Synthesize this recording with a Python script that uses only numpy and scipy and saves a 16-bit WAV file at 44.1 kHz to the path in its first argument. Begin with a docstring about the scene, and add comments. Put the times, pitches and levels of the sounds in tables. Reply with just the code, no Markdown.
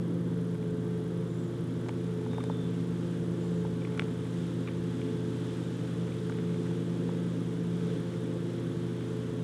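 """Dog cracking bones beside a cooling unit

A dog cracks bones between its teeth in a yard, close by: ringing modes with dry noise snaps, and tooth squeaks.
An outdoor cooling unit drones behind: beating sine blade tones of two fans, a mains hum and roaring air.
Coloured noise makes hiss and rustle, shaken sines thin whistles, and short sine blips a fast treble tick."""
import sys
import numpy as np
from scipy import signal
from scipy.fft import rfft, irfft
from scipy.io import wavfile
from scipy.ndimage import uniform_filter1d

SR = 44100
rng = np.random.default_rng(int(sys.argv[2]) if len(sys.argv) > 2 else 0)


def transcribe(u):
    """Save the signal u as a 16-bit wav file named by the first command-line argument.

    u: samples, shape (n,) or (channels, n), limited to [-1, 1]; the rate is SR.
    q: integer samples, one column per channel.
    """
    v = np.clip(np.atleast_2d(u).T, -1, 1)
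    q = np.round(v * 32767).astype(np.int16)
    wavfile.write(sys.argv[1], SR, q)


def attenuation_scalar(level_db):
    """Turn a level in dB into a linear amplitude multiplier (20 dB per decade)."""
    decades = np.asarray(level_db, float) / 20
    return 10 ** decades


N = 415863
T = np.arange(N) / SR


def walk(rate):
    """Random levels held 1 / rate s and slewed twice; spread near 1."""
    hold = int(SR / rate)
    steps = np.repeat(rng.standard_normal(N // hold + 1), hold)
    return 1.68 * uniform_filter1d(uniform_filter1d(steps, hold), hold)[:N]


def air(spectrum, flicker_db, rate):
    """Noise of a given colour, rms 1; each octave flickers on its own."""
    hz = np.maximum(np.fft.rfftfreq(N, 1 / SR), 1)
    point_hz, point_db = np.transpose(np.array(spectrum, float))
    colour_db = np.interp(np.log(hz), np.log(point_hz), point_db, right=-90)
    coloured = rfft(rng.standard_normal(N)) * attenuation_scalar(colour_db)
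    octave = np.log2(hz / 31.25)
    out = np.zeros(N)
    for k in range(10):
        share = np.clip(1 - abs(octave - k), 0, 1)  # neighbouring octaves crossfade
        out += attenuation_scalar(flicker_db * walk(rate)) * irfft(coloured * share, N)
    return out / np.std(out)


def add(out, s, sound):
    """Mix a short sound in at s seconds."""
    i = max(int(s * SR), 0)
    out[i:i + len(sound)] += sound[:N - i]


def fan_blades():
    """Blade tones of two fans at nearly the same speed: they beat, and waver in the turbulent air."""
    first_blades_hz, second_blades_hz = 86.226, 86.368
    # blade orders of the first fan: order, level/dB rms
    first_fan = [(1, -59), (2, -36), (3, -48), (4, -54.5), (5, -45), (6, -54.5), (8, -72), (10, -67),
                 (13, -72), (18, -70.5)]
    # blade orders of the second fan: order, level/dB rms, t/s when in step with the first
    second_fan = [(1, -62, 4.53), (2, -46, 3.55), (3, -54, 2.3), (4, -46, 1.52), (5, -53.5, .89),
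                  (6, -70, .06), (8, -75, .72)]
    second = {order: (db, s) for order, db, s in second_fan}
    out = np.zeros(N)
    for order, first_db in first_fan:
        second_db, in_step_s = second.get(order, (-np.inf, 0))
        # both fans share the waver, which grows with the order
        phase = 2 * np.pi * rng.random() + (.08 + .04 * order) * walk(6)
        waver_db = (.7 + .08 * order) * walk(9)
        for hz, db in (first_blades_hz, first_db), (second_blades_hz, second_db):
            out += attenuation_scalar(db + waver_db) * np.sin(2 * np.pi * order * hz * (T - in_step_s) + phase)
    return np.sqrt(2) * out


def mains_hum():
    """A single 120 Hz tone from the mains, slightly unsteady in level."""
    level_db = -39 + .36 * walk(1.75)  # rms
    return np.sqrt(2) * attenuation_scalar(level_db) * np.sin(2 * np.pi * 120 * T)


def housing_roar():
    """Air roars in the housing: low noise with resonant peaks."""
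    # relative spectrum: f/Hz, density/dB per Hz
    roar_colour = [(15, -11), (35, -28), (60, -20.5), (100, -9.5), (130, -10.5), (158, 2.5), (200, -14.5),
                   (238, -0.5), (250, -4.5), (270, -2), (330, -6), (378, -9.5), (408, -14), (436, -13),
                   (452, -2.5), (475, -14.5), (540, -17.5), (750, -30.5)]
    return attenuation_scalar(-38) * air(roar_colour, flicker_db=.8, rate=6)


def hiss():
    """Steady broad hiss of the yard, as softly flickering noise."""
    # relative spectrum: f/Hz, density/dB per Hz
    hiss_colour = [(410, -14), (700, -4.5), (907, -1), (1270, -2), (1700, -5.5), (2600, -15), (3400, -8.5),
                   (4300, -18), (8650, -21.5), (10200, -24.5), (11500, -30), (13400, -34.5), (15500, -29.5)]
    return attenuation_scalar(-55) * air(hiss_colour, flicker_db=.17, rate=19)


def rustle():
    """Brighter noise that grows over the hiss and flutters."""
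    # relative spectrum: f/Hz, density/dB per Hz
    rustle_colour = [(800, -5), (1400, 0), (2300, -5.5), (2700, -5.5), (3400, -1.5), (4400, -12),
                     (8500, -14), (11000, -23.5), (13000, -39)]
    # swell of the rustle: t/s, level/dB rms
    rustle_swell = [(0, -72), (2, -59.5), (5.5, -54.5), (8, -55.5), (9.43, -57.5)]
    swell_db = np.interp(T, *np.transpose(rustle_swell))
    return attenuation_scalar(swell_db + .59 * walk(8)) * air(rustle_colour, flicker_db=.41, rate=11)


def tick():
    """A 4.5 ms blip of sines thirty times a second, a little uneven in time, size and pitch."""
    start_s, period_s = .0093, .0333
    # partials of the blip: f/Hz, peak level/dB
    tick_partials = [(10350, -61), (8650, -66), (11600, -73)]
    out = np.zeros(N)
    t = np.arange(int(.0045 * SR)) / SR
    for k, (late, size, tone) in enumerate(rng.standard_normal((int(N / SR / period_s), 3))):
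        blip = np.zeros(len(t))
        for hz, db in tick_partials:
            blip += attenuation_scalar(db + 1.2 * size) * np.sin(2 * np.pi * hz * (1 + .012 * tone) * t)
        add(out, start_s + k * period_s + .0026 * late, blip * np.hanning(len(t)))
    return out


def crack(centre_hz, focus_db, snap_db, ring_time):
    """One break: it rings the modes near its centre most; a dry snap carries the treble."""
    # what bone and mouth ring with: f/Hz, level/dB, t60/s before the factor ring_time
    bone_modes = [(675, 11.5, 0.01), (880, 12.5, 0.013), (1150, -0.5, 0.029), (1376, 9, 0.011),
                  (2300, 5.5, 0.01), (2840, 1.5, 0.01), (3240, -2, 0.014), (5320, -3.5, 0.0071)]
    t = np.arange(int(.04 * SR)) / SR
    hz, db, t60 = np.transpose(bone_modes)[:, :, None]
    detuned_hz = hz * (1 + .015 * rng.standard_normal(hz.shape))
    reach_db = -focus_db * np.log2(hz / centre_hz) ** 2
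    decay_db = -60 * t / (t60 * ring_time)
    rings = attenuation_scalar(db + reach_db + decay_db) * np.sin(2 * np.pi * detuned_hz * t)
    ring = rings.sum(axis=0) * (1 - np.exp(-(t / .00065) ** 2))  # soft onset
    snap_band = signal.butter(4, (3000, 9000), "bandpass", fs=SR, output="sos")
    burst = rng.standard_normal(len(t)) * np.exp(-t / .0017)
    snap = signal.sosfilt(snap_band, burst)
    return ring / abs(ring).max() + attenuation_scalar(snap_db) * snap / abs(snap).max()


def wet_clicks():
    """A sparse scatter of 70 small wet clicks: faint breaks of random size and tone."""
    out = np.zeros(N)
    for place, size, tone in rng.random((70, 3)):
        click = crack(800 * 4 ** tone, focus_db=5.3, snap_db=-12, ring_time=.97)
        add(out, place * N / SR, attenuation_scalar(-53.5 + 9.8 * size) * click)
    return out


def whistle(length, start_hz, end_hz, width_hz):
    """Narrow breathy tone, steady or gliding down: a sine shaken in size and phase by noise."""
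    n = int(length * SR)
    rough = uniform_filter1d(rng.standard_normal((2, n)), int(SR / width_hz))
    size, shake = rough / np.std(rough)
    phase = 2 * np.pi * np.cumsum(np.linspace(start_hz, end_hz, n)) / SR
    tone = (1 + .4 * size) * np.sin(phase + .6 * shake)
    return tone * np.linspace(1.2, .75, n) * signal.windows.tukey(n, .3)


def bird_phrases():
    """One bird's high three-note phrase, sung as overlapping breathy whistles."""
    # notes of the phrase: t after its start/s, length/s, start f/Hz, end f/Hz, level/dB
    phrase_notes = [(0, .14, 7180, 7180, -68), (.11, .07, 7800, 7700, -67), (.145, .1, 7050, 6850, -69)]
    # when the phrase is sung: t/s, added level/dB
    phrase_times = [(1.275, 0), (3.395, 0)]
    out = np.zeros(N)
    for s, sung_db in phrase_times:
        for after, length, start_hz, end_hz, db in phrase_notes:
            add(out, s + after, attenuation_scalar(db + sung_db) * whistle(length, start_hz, end_hz, width_hz=550))
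    return out


def bone_cracks():
    """The loud cracks of bone between the teeth, each with its own ring and snap."""
    # breaks: t/s, peak level of the ring/dB, centre of the ring f/Hz, focus/dB per octave squared,
    # peak level of the treble snap against the ring/dB
    breaks = [(1.864, -38, 900, 14, -25), (1.8857, -31.5, 1100, -1.5, -11), (1.891, -31.5, 2200, 13, -13),
              (1.8925, -31, 895, 37, -30), (2.264, -33, 990, 40, -27), (2.333, -34, 1300, 5, -25),
              (2.379, -42, 1800, 14, -24), (2.405, -43, 2200, 10, -22), (2.3828, -26, 800, 30, -22),
              (2.4388, -34, 1300, 1, -6), (2.499, -24.5, 820, 32, -30), (3.6505, -32, 880, 22, -22),
              (3.921, -42, 2800, 8, -20), (3.948, -41, 1650, 14, -20), (3.9762, -33, 1700, 19, -10),
              (3.9947, -17, 2500, 8, -23), (4.011, -39, 2200, 8, -18), (4.02, -33, 1900, 6, -13),
              (4.251, -43, 2300, 8, -18), (5.015, -38.5, 2800, 20, -26), (5.618, -39, 900, 14, -25),
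              (6.297, -32.5, 1250, 28, -10), (6.322, -36, 2600, 2.5, -16), (6.386, -38, 1900, 4, -22),
              (6.543, -41, 2200, 8, -13), (6.711, -38, 950, 15, -22), (7.091, -32.5, 940, 16, -24)]
    out = np.zeros(N)
    for s, db, centre_hz, focus_db, snap_db in breaks:
        ring_time = .62 + .014 * focus_db  # the narrower a crack, the longer it rings
        add(out, s, attenuation_scalar(db) * crack(centre_hz, focus_db, snap_db, ring_time))
    return out


def low_whistle():
    """A lower whistle in two notes that glide down a little."""
    # notes: t/s, length/s, start f/Hz, end f/Hz, level/dB
    low_notes = [(2.29, .21, 3660, 3590, -57.5), (2.495, .2, 3580, 3480, -56.5)]
    out = np.zeros(N)
    for s, length, start_hz, end_hz, db in low_notes:
        add(out, s, attenuation_scalar(db) * whistle(length, start_hz, end_hz, width_hz=280))
    return out


def squeak(length, hz, first_db):
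    """A tooth slips over bone: three harmonic partials, uneven in size and phase."""
    n = int(length * SR)
    noise = rng.standard_normal((2, 2000))
    shake, size = uniform_filter1d(uniform_filter1d(noise, 50), 50)[:, :n] * 8.7
    phase = 2 * np.pi * hz * np.arange(n) / SR + .45 * shake
    tone = attenuation_scalar(first_db) * np.sin(phase) + np.sin(2 * phase) + attenuation_scalar(-14) * np.sin(3 * phase)
    return tone * (1 + .4 * size) * signal.windows.tukey(n, .4) * np.linspace(1.3, .6, n)


def tooth_squeaks():
    """Short squeaks of teeth slipping on bone."""
    # slips: t/s, length/s, level of the second partial/dB, pitch f/Hz, first partial against the second/dB
    slips = [(2.403, .012, -53, 1150, 8), (3.818, .009, -52, 1160, -4), (3.847, .01, -42, 1170, -7),
             (3.87, 0.0075, -54, 1110, 10), (4.671, .028, -45.5, 1180, -2), (6.118, .012, -52, 1140, -13),
             (6.655, 0.022, -51, 956, -10)]
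    out = np.zeros(N)
    for s, length, db, hz, first_db in slips:
        add(out, s, attenuation_scalar(db) * squeak(length, hz, first_db))
    return out


def scene():
    """Everything heard by one microphone in the open air."""
    cooling_unit = fan_blades() + mains_hum() + housing_roar()
    yard = hiss() + rustle() + tick() + bird_phrases() + low_whistle()
    chewing = wet_clicks() + bone_cracks() + tooth_squeaks()
    return (cooling_unit + yard + chewing)[None]


def band_limit(x):
    """A steep low-pass at the top of the band."""
    return signal.sosfilt(signal.butter(12, 16780, fs=SR, output="sos"), x)


def record(dry):
    """The camera cuts the top steeply above 15.5 kHz."""
    top_cut = signal.ellip(10, .2, 80, 15500, fs=SR, output="sos")  # ripple and stop band in dB
    mix = signal.sosfilt(top_cut, dry)
    return band_limit(mix)


dry = scene()
out = record(dry)
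transcribe(out)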